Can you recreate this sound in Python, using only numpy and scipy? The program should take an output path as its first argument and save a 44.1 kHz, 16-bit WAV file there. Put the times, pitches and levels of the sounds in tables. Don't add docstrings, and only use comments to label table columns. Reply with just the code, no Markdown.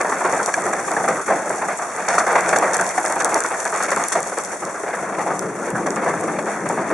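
import sys
import numpy as np
from scipy import signal
from scipy.fft import rfft, irfft, next_fast_len
from scipy.io import wavfile
from scipy.ndimage import uniform_filter1d

SR = 44100
rng = np.random.default_rng(int(sys.argv[2]) if len(sys.argv) > 2 else 0)


def inscribe(sig):
    pcm = np.round(np.clip(np.atleast_2d(sig).T, -1, 1) * 32767)
    wavfile.write(sys.argv[1], SR, pcm.astype(np.int16))


N = 305613
T = np.arange(N) / SR

# (time [s], level [dB])
WIND_LEVEL = [(0.0, -21), (1.58, -21.5), (1.77, -26), (2.01, -23.5), (2.3, -22), (2.53, -17), (2.91, -22),
              (3.3, -18.5), (3.59, -26.5), (3.98, -22), (4.4, -30.5), (4.65, -25.5), (4.8, -26),
              (5.09, -23), (5.54, -26.5), (5.98, -22), (6.52, -27.5), (6.93, -22)]
# (time [s], depth [dB])
WIND_LULLS = [(0.46, 2.5), (0.525, 6), (0.85, 4.5), (1.243, 12), (1.575, 4), (1.77, 6), (1.92, 4),
              (2.254, 7), (2.935, 6), (3.14, 2), (3.63, 1), (4.095, 6.5), (4.59, 5.5), (5.39, 3), (6.25, 0),
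              (6.86, 3)]
# (time [s], level [dB], nominal length [s])
HARD_BUFFETS = [(0.003, -11, 0.014), (0.046, -12.5, 0.0066), (0.119, -13.5, 0.014), (0.205, -16.5, 0.03),
                (0.242, -13.5, 0.041), (0.288, -22, 0.0098), (0.326, -14, 0.03), (0.39, -15.5, .022),
                (0.477, -14.5, 0.02), (0.656, -17.5, 0.027), (0.729, -14, 0.013), (0.877, -19.5, 0.022),
                (0.908, -18, .027), (0.965, -13, 0.022), (1.0, -15, 0.0087), (1.039, -14, 0.016),
                (1.077, -11.5, 0.023), (1.107, -16, 0.012), (1.278, -15, 0.035), (1.306, -12.5, 0.017),
                (1.5, -13, 0.01), (1.615, -16.5, 0.03), (1.679, -16.5, 0.05), (1.788, -20, 0.02),
                (1.815, -24, 0.017), (1.974, -23.5, 0.047), (2.079, -15, 0.051), (2.139, -15, 0.037),
                (2.18, -6, 0.0071), (2.197, -14, 0.026), (2.237, -16.5, 0.013), (2.264, -12.5, 0.024),
                (2.287, -13.5, 0.066), (2.353, -6.5, 0.016), (2.379, -10, 0.02), (2.527, -7.5, 0.014),
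                (2.56, -6.5, 0.0048), (2.622, -12, 0.025), (2.788, -13, 0.021), (2.81, -12.5, 0.016),
                (2.978, -6.5, 0.007), (3.041, -15.5, 0.015), (3.096, -16.5, 0.016), (3.161, -17, 0.0087),
                (3.2, -16.5, 0.027), (3.247, -15, 0.028), (3.29, -29, 0.0094), (3.317, -15.5, 0.039),
                (3.351, -9, 0.02), (3.443, -14, 0.014), (3.503, -20, 0.039), (3.541, -18, .014),
                (3.652, -16.5, 0.016), (3.725, -18, 0.052), (3.802, -14, 0.015), (3.827, -20, 0.016),
                (3.88, -18, 0.029), (3.916, -10.5, 0.014), (3.963, -16.5, 0.022), (3.996, -17.5, 0.011),
                (4.151, -13.5, 0.036), (4.26, -21.5, .01), (4.319, -20, 0.014), (4.37, -16.5, 0.023),
                (4.619, -20.5, 0.015), (4.661, -23, 0.043), (4.742, -24, 0.0071), (4.834, -17.5, 0.012),
                (4.931, -18, .012), (5.026, -20, 0.0078), (5.123, -21.5, 0.016), (5.182, -16, 0.03),
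                (5.261, -16, 0.04), (5.303, -17.5, 0.018), (5.416, -21, 0.036), (5.749, -18.5, .015),
                (5.859, -14.5, 0.023), (5.961, -16.5, 0.03), (6.017, -19, 0.033), (6.06, -13, 0.042),
                (6.135, -14, .01), (6.278, -17.5, 0.02), (6.386, -13, 0.0086), (6.461, -19, 0.044),
                (6.655, -17, 0.016), (6.694, -18.5, 0.025), (6.77, -18, 0.027), (6.902, -15.5, 0.02)]
# (time [s], tilt [dB per octave])
FLUTTER_TILT = [(0.0, 1), (1.4, 0.3), (2.1, 2.5), (3.35, 0.1), (3.9, 3), (4.55, -1.1), (5.0, 0.7),
                (6.93, 0.6)]
# (time [s], left over right [dB])
WIND_LEAN = [(4.5, 0.1), (5.2, 1.46)]
# (frequency [Hz], relative level per hertz [dB])
FLUTTER_SPECTRUM = [(30, -70), (100, -51), (200, -29), (330, -7), (520, -2), (700, 2), (900, -2.5),
                    (1200, -3.5), (1750, -8.5), (2200, -14), (2600, -23), (3000, -31), (4500, -32),
                    (12000, -68)]
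# (frequency [Hz], correlation [-1 to 1])
WIND_CORRELATION = [(25, .25), (70, 1), (150, 0.98), (500, 0.96), (1200, 0.94), (2400, 0.82), (5000, 0.3)]
# (time [s], level [dB], nominal length [s], frequency [Hz], resonance width [Hz])
HOUSING_NOTES = [(1.167, -27, 0.06, 1300, 380), (1.302, -14, 0.022, 690, 160), (2.348, -16, 0.02, 710, 200)]
# (time [s], level [dB])
RUMBLE_LEVEL = [(0.0, 0), (1.2, 4.5), (2.2, 0), (3.5, -2.5), (4.2, 4), (4.85, -0.5), (5.4, 11.5),
                (6.05, 8.5), (6.5, 12), (6.93, 8.5)]
# (frequency [Hz], relative level per hertz [dB])
RUMBLE_SPECTRUM = [(30, -57), (70, -58), (100, -13.5), (130, -9), (188, 3.5), (250, -2), (330, 3),
                   (550, -1), (1200, -66), (4000, -80)]
# (time [s], level [dB], nominal length [s])
WIND_THUMPS = [(0.97, -30, 0.045), (5.29, -38, .05), (5.42, -32, 0.046), (5.725, -22.5, 0.049),
               (6.14, -24, 0.058), (6.64, -31, 0.05)]
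# (frequency [Hz], relative level per hertz [dB])
THUMP_SPECTRUM = [(30, -40), (60, -34), (95, -10), (130, 3.5), (175, 6), (260, -4), (600, -30), (2000, -90)]
# (frequency [Hz], relative level per hertz [dB])
AIR_SPECTRUM = [(20, -30), (35, -22), (60, 3), (100, 7), (250, -24), (1500, -70)]
# (time [s], level of the energy spread over 1 ms [dB], left over right [dB])
HARD_DROPS = [(0.0137, -14, -1), (0.325, -16.5, 2), (0.431, -21, 13), (0.4608, -9, 5), (0.621, -18, 1),
              (0.6666, -18, 1), (0.7348, -15, 4), (0.917, -15.5, 3), (0.9376, -19, 0), (1.087, -13, 0),
              (1.495, -16, 5), (1.7745, -20, 4), (1.7885, -21, 0), (1.964, -19, 3), (2.1976, -16, 4),
              (2.4084, -14.5, 0), (2.4825, -22, 3), (2.5723, -20, -1), (2.5867, -8.5, 2), (2.745, -11, 2),
              (2.7682, -10, -2), (2.8122, -9.5, 3), (2.8459, -22, 2), (2.8662, -17.5, 4),
              (2.8915, -13.5, 2), (2.956, -25, 3), (2.9676, -24, 4), (3.0522, -16, 2), (3.0614, -11.5, 2),
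              (3.0821, -16.5, 0), (3.1019, -20, 2), (3.1244, -14, 3), (3.1582, -19, 1), (3.2215, -18, 2),
              (3.2464, -3.5, 7), (3.2574, -19, 3), (3.295, -20, 0), (3.344, -6, 0), (3.405, -9, 2),
              (3.438, -14, 3), (3.463, -14.5, -3), (3.488, -19, 2), (3.6034, -16, 2), (3.6447, -19, 3),
              (3.653, -13.5, 5), (3.6774, -19, 2), (3.7029, -20, 5), (3.7417, -18, 0), (3.7631, -17, 0),
              (3.8354, -13, 6), (3.906, -13.5, 5), (3.916, -17, 2), (3.9625, -14, 5), (4.039, -11, 4),
              (4.0847, -9, 0), (4.1308, -13, -2), (4.1485, -26, 2), (4.205, -18, 6), (4.23, -14, 3),
              (4.275, -21, 4), (4.386, -16.5, 14), (4.4372, -19.5, 3), (4.4492, -16.5, 2), (4.652, -19, -4),
              (5.3932, -12, 3), (5.7042, -19, -6), (5.9057, -14.5, -1), (5.9605, -20.5, -11),
              (6.2113, -23, -6), (6.69, -14, 1)]
# (frequency [Hz], width [Hz], peak level [dB])
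HOUSING_MODES = [(1000, 700, -14), (1660, 185, -10), (2320, 160, -17.5)]
# (time [s], level [dB], nominal length [s])
STRONG_FLURRIES = [(0.429, -33.5, 0.015), (0.539, -25.5, 0.0043), (2.083, -32, 0.032),
                   (2.135, -31.5, 0.025), (2.181, -27.5, 0.019), (2.486, -30.5, 0.016), (2.558, -32, 0.011),
                   (2.733, -27, 0.016), (3.202, -30.5, 0.011), (3.254, -38, 0.008), (3.824, -32.5, 0.025),
                   (4.12, -27.5, 0.018), (5.864, -34, 0.0068)]
# (frequency [Hz], relative level per hertz [dB])
SPRAY_SPECTRUM = [(200, -24), (1500, 7.5), (2600, -9), (3400, -7.5), (4300, -5.5), (5000, -4.5),
                  (6100, 3.5), (7300, -1), (9600, -4.5), (10800, -10), (11600, -45)]
# (time [s], level [dB])
RAIN_LEVEL = [(0.0, -36), (0.77, -36), (1.77, -38), (2.7, -34.5), (3.55, -35.5), (4.05, -34.5), (4.73, -40),
              (4.94, -40.5), (6.93, -40.5)]
# (frequency [Hz], relative level per hertz [dB])
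HISS_SPECTRUM = [(700, -7), (2000, 5.5), (2900, -9), (4000, -9), (5000, -8), (5800, 3.5), (7200, 4.5),
                 (8300, 2), (9700, 2), (10600, -3), (11400, -14), (12200, -48)]
# (frequency [Hz], correlation [-1 to 1])
RAIN_CORRELATION = [(1000, -0.94), (3000, 0.9), (6000, 0.24), (8500, -0.07), (11000, -0.26)]
# (frequency [Hz], width [Hz])
TONE_NOTCHES = [(3010, 430), (4000, 590), (5010, 670)]

LULL_S = 0.028
STALL_DB, STALL_S = 5.5, 0.014
EDDIES_PER_S, EDDY_DB, EDDY_SPREAD_DB, EDDY_S = 30, -4, 1, 0.0076
USUAL_WIND_DB, RUMBLE_DB = -25, -38.5
RUMBLE_FOLLOWS_GUST, RUMBLE_FOLLOWS_EDDY = 0.98, 0.62
DROP_HZ, DROP_SPREAD_OCTAVES = 7050, 0.22
DROP_WIDTH_HZ, DROP_WIDENING = 3300, 0.27
SPLASH_S, SPLASH_TAIL_DB, SPLASH_TAIL_S = 0.0005, -22, 0.003
KNOCK_S = 0.541
PATTER_WIDTH_HZ = 3000
FLURRIES_PER_S, FLURRY_DB, FLURRY_SPREAD_DB = 41, -3, 2
FLURRY_S, FLURRY_GROWTH = 0.0079, 0.33
TREBLE_END_HZ, CUTOFF_HZ = 11200, 15700


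def flutter(level_db, tilt_db, base_db, buffet_db, shake_db, patchy_db, wander_db, lag_cycles, bright):
    steady = from_db(level_db + base_db + shake_db * jolts(per_s=56, fade_s=0.023))
    lesser_rows = lesser_bursts(EDDIES_PER_S, EDDY_DB, EDDY_SPREAD_DB, EDDY_S)
    lesser = burst_power(lesser_rows, attack_s=0.003, stretch=0.99)
    hard = burst_power(HARD_BUFFETS, attack_s=0.0003, stretch=0.9, rise_share=0.11)
    flow = steady ** 2 + from_db(level_db) ** 2 * lesser
    flow = flow * from_db(-stalls()) ** 2
    force = np.sqrt(flow + from_db(buffet_db) ** 2 * hard)
    eddy = force / from_db(level_db + base_db)
    octave_gain = from_db(tilt_db) * eddy ** bright
    centres = np.geomspace(300, 2400, 13)
    bands = noise_bands(FLUTTER_SPECTRUM, WIND_CORRELATION, centres)
    swing = np.sqrt(uniform_filter1d(np.mean(sum(bands) ** 2, axis=0), size=400))
    swing = uniform_filter1d(swing, size=200)
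    out = 0
    for hz, band in zip(centres, bands / swing):
        late_s = lag_cycles * (1 / hz - 1 / centres[-4])
        coloured_force = force * octave_gain ** np.log2(hz / np.median(centres))
        envelope = np.interp(T - late_s, T, coloured_force)
        patches_db = patchy_db * jolts(per_s=90, fade_s=0.0047)
        out = out + band * envelope * from_db(patches_db + wander_db * drift(7.2))
    return out, eddy


def lulls():
    return sum(db * np.exp(-((T - s) / LULL_S) ** 2) for s, db in WIND_LULLS)


def stalls():
    starts = np.append(np.sort(np.array(HARD_BUFFETS)[:, 0]), 2 * N / SR)
    wait_s = starts[np.searchsorted(starts, T)] - T
    return STALL_DB * np.exp(-(wait_s / STALL_S) ** 2)


def burble(level_db, eddy, trim_db, per_s, spread_db, cycles, count):
    born = np.flatnonzero(rng.random(N) < per_s / SR)
    size, pitch, sign = rng.random((len(born), 3)).T
    strength = rms_one(from_db(spread_db * size)) * np.sign(sign - 0.5)
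    strength = strength * eddy[born] * from_db(level_db[born])
    out = 0
    for k, hz in enumerate(np.geomspace(420, 2100, count)):
        clicks = np.zeros(N)
        clicks[born] = strength * ((pitch * count).astype(int) == k)
        out = out + ring(clicks, hz, hz / cycles) * from_db(at_hz(FLUTTER_SPECTRUM, hz))
    out = signal.sosfilt(signal.butter(4, 2600, fs=SR, output="sos"), out)
    wind_rms = np.sqrt(np.mean((eddy * from_db(level_db)) ** 2))
    return rms_one(out) * wind_rms * from_db(trim_db)


def rumble(wind_db, eddy, bass_db, lumpy_db, thump_db, air_db, inertia_s):
    body, = noise_bands(RUMBLE_SPECTRUM, WIND_CORRELATION, [1])
    thump, = noise_bands(THUMP_SPECTRUM, WIND_CORRELATION, [1])
    air, = noise_bands(AIR_SPECTRUM, WIND_CORRELATION, [1])
    thump = thump * np.sqrt(burst_power(WIND_THUMPS, attack_s=0.014, stretch=0.82))
    push = rms_one(uniform_filter1d(eddy, int(inertia_s * SR)) ** RUMBLE_FOLLOWS_EDDY)
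    level_db = RUMBLE_DB + RUMBLE_FOLLOWS_GUST * (wind_db - USUAL_WIND_DB) + bass_db
    body = body * push * from_db(level_db + lumpy_db * drift(4.8))
    return body + thump * from_db(thump_db) + air * from_db(air_db)


def whoops():
    out = 0
    for s, db, length_s, hz, width_hz in HOUSING_NOTES:
        breath = rng.standard_normal(N)
        note = rms_one(ring(ring(breath, hz, width_hz), hz, width_hz))
        note = note / np.sqrt(uniform_filter1d(note ** 2, size=500) + 1e-9)
        power = burst_power([(s, db, length_s)], attack_s=0.0029, stretch=1.0)
        out = out + note * np.sqrt(power)
    return out


def drops(trim_db, crack_db, growth, apart):
    out = np.zeros((2, N))
    age = np.arange(-SR // 500, SR // 50) / SR
    usual_db = np.median(np.array(HARD_DROPS)[:, 1])
    for s, db, left_db in HARD_DROPS:
        hz = DROP_HZ * 2 ** (DROP_SPREAD_OCTAVES * rng.uniform(-1, 1))
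        size = from_db(max(db - usual_db, 0))
        splash_s = SPLASH_S * size ** growth
        width_hz = DROP_WIDTH_HZ * size ** DROP_WIDENING
        spatter = from_db(SPLASH_TAIL_DB) * np.exp(-age / SPLASH_TAIL_S) * (age > 0)
        envelope = np.exp(-(age / splash_s) ** 2) + spatter
        shared, *own = rng.standard_normal((3, len(age)))
        crack = ring((shared + apart * np.array(own)) * envelope, hz, width_hz)
        tick = ring(crack, hz, width_hz) + from_db(crack_db) * crack
        millisecond_rms = np.sqrt(np.sum(tick ** 2, axis=1, keepdims=True) / (SR / 1000))
        tick = tick * pan(left_db) / millisecond_rms
        at = int((s + age[0]) * SR)
        out[:, at:at + len(age)] += tick * from_db(db + trim_db)
    return out


def knock():
    blow = (np.arange(N) == int(KNOCK_S * SR)) * 1.0
    rings = np.array([ring(ring(blow, hz, width_hz), hz, width_hz) for hz, width_hz, db in HOUSING_MODES])
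    rings = rings / np.abs(rings).max(axis=1, keepdims=True)
    return from_db(np.array(HOUSING_MODES)[:, 2]) @ rings


def patter(level_db, trim_db, per_s, crowding, spread_db, width_hz, count):
    crowd = from_db(crowding * (level_db - np.mean(level_db)))
    born = np.flatnonzero(rng.random(N) < per_s * crowd / SR)
    size, side, pitch, sign = rng.random((len(born), 4)).T
    strength = from_db(spread_db * size ** 2) * np.sign(sign - 0.5) * pan(24 * (side - 0.5))
    out = 0
    for k, hz in enumerate(np.geomspace(6200, 9200, count)):
        clicks = np.zeros((2, N))
        clicks[:, born] = strength * ((pitch * count).astype(int) == k)
        out = out + ring(ring(clicks, hz, width_hz), hz, width_hz)
    return rms_one(out) * from_db(level_db + trim_db)


def spray(level_db, eddy, flurry_db, carried_db, crackle_db):
    strong = from_db(flurry_db) ** 2 * burst_power(STRONG_FLURRIES, attack_s=0.00046, stretch=1.0)
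    lesser_rows = lesser_bursts(FLURRIES_PER_S, FLURRY_DB, FLURRY_SPREAD_DB, FLURRY_S)
    lesser = burst_power(lesser_rows, attack_s=0.00087, stretch=0.83)
    lesser = lesser * from_db(level_db + FLURRY_GROWTH * (level_db - level_db.mean())) ** 2
    carried = (from_db(level_db + carried_db) * eddy) ** 2
    band, = noise_bands(SPRAY_SPECTRUM, [(1000, 0.98), (5000, 0.57), (10000, 0.1)], [1])
    crackle = from_db(crackle_db * jolts(per_s=260, fade_s=0.00066))
    return band * np.sqrt(strong + lesser + carried) * crackle


def hiss(level_db, base_db, shimmer_db):
    wash, = noise_bands(HISS_SPECTRUM, RAIN_CORRELATION, [1])
    return wash * from_db(level_db + base_db + shimmer_db * jolts(per_s=140, fade_s=0.0095))


def lesser_bursts(per_s, level_db, spread_db, length_s):
    chance = rng.random((200, 3))
    s = (np.arange(len(chance)) + chance[:, 0]) / per_s
    size, stretch = np.sqrt(12) * (chance[:, 1:].T - 0.5)
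    rows = np.c_[s, level_db + spread_db * size, length_s * np.sqrt(2) ** stretch]
    return rows[s < N / SR]


def burst_power(rows, attack_s, stretch, rise_share=0):
    power = np.zeros(N + SR)
    age = np.arange(SR // 5) / SR
    for s, db, length_s in rows:
        at = max(0, int(s * SR))
        rise = 1 - np.exp(-age / (attack_s + rise_share * length_s))
        collapse = np.exp(-(age / (stretch * length_s)) ** 2)
        power[at:at + len(age)] += from_db(db) ** 2 * rise * collapse
    return power[:N]


def jolts(per_s, fade_s):
    kicks = (rng.random(N) < per_s / SR) * (1 + rng.random(N))
    level = signal.lfilter([1], [1, -np.exp(-1 / (fade_s * SR))], kicks)
    level = uniform_filter1d(np.sqrt(level + 0.5), size=60)
    return rms_one(level - level.mean())


def drift(rate_hz):
    r = np.exp(-80 * np.pi * rate_hz / SR)
    chance = rng.standard_normal(N // 40 + 2002)
    slow = signal.lfilter([1], [1, -2 * r, r * r], chance)[2000:]
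    return np.interp(np.arange(N) / 40, np.arange(len(slow)), rms_one(slow))


def noise_bands(spectrum, correlation, centres):
    size = next_fast_len(N)
    hz = np.arange(size // 2 + 1) * SR / size
    alike = np.clip(at_hz(correlation, hz), -1, 1)
    gain = rms_one(from_db(at_hz(spectrum, hz)))
    bands = []
    for own in np.eye(len(centres)):
        mid, side = rfft(rng.standard_normal((2, size)))
        pair = np.sqrt((1 + alike) / 2) * mid + np.sqrt((1 - alike) / 2) * side * [[1], [-1]]
        share = at_hz(np.c_[centres, own], hz)
        bands.append(irfft(pair * gain * np.sqrt(share), size)[:, :N])
    return bands


def ring(clicks, hz, width_hz):
    r = np.exp(-np.pi * width_hz / SR)
    feed = [(1 - r * r) / 2, 0, (r * r - 1) / 2]
    return signal.lfilter(feed, [1, -2 * r * np.cos(2 * np.pi * hz / SR), r * r], clicks + 1e-18)


def pan(left_db):
    return from_db(np.array([[0.5], [-0.5]]) * left_db)


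def at_hz(points, hz):
    f, value = np.transpose(points)
    return np.interp(np.log(hz + 1e-9), np.log(f), value)


def in_time(rows):
    s, value = np.transpose(rows)
    return np.interp(T, s, value)


def from_db(db):
    return 10 ** (np.asarray(db) / 20)


def rms_one(x):
    return x / np.sqrt(np.mean(x ** 2) + 1e-20)


def scene():
    wind_db = in_time(WIND_LEVEL) - lulls()
    rain_db = in_time(RAIN_LEVEL)
    wind, eddy = flutter(wind_db, in_time(FLUTTER_TILT), base_db=-3.0, buffet_db=-4.0, shake_db=1.5,
                         patchy_db=1.54, wander_db=1.82, lag_cycles=0.98, bright=0.0041)
    wind = wind + burble(wind_db, eddy, trim_db=-11.0, per_s=260, spread_db=10.5, cycles=17.4, count=24)
    wind = wind + rumble(wind_db, eddy, in_time(RUMBLE_LEVEL), lumpy_db=1.5, thump_db=-4.5,
                         air_db=-65.0, inertia_s=0.07)
    wind = wind + whoops()
    near = drops(trim_db=-3.0, crack_db=-15, growth=0.1, apart=1.0) + knock()
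    near = near + patter(rain_db, trim_db=-6.5, per_s=260, crowding=2.0, spread_db=25,
                         width_hz=PATTER_WIDTH_HZ, count=6)
    rain = spray(rain_db, eddy, flurry_db=9.0, carried_db=-6.0, crackle_db=2.5)
    rain = rain + hiss(rain_db, base_db=2.5, shimmer_db=2.5)
    return wind * pan(in_time(WIND_LEAN)) + near + rain * pan(1.6)


def record(dry):
    depth = 1 - from_db(-46.0)
    for hz, width_hz in TONE_NOTCHES:
        notched = signal.lfilter(*signal.iirnotch(hz, hz / width_hz, fs=SR), dry)
        dry = dry + depth * (notched - dry)
    dry = signal.sosfilt(signal.cheby1(8, 0.2, TREBLE_END_HZ, fs=SR, output="sos"), dry)
    limited = np.clip(dry, -1, 1)
    return signal.sosfilt(signal.ellip(10, 0.1, 80, CUTOFF_HZ, fs=SR, output="sos"), limited)


dry = scene()
out = record(dry)
inscribe(out)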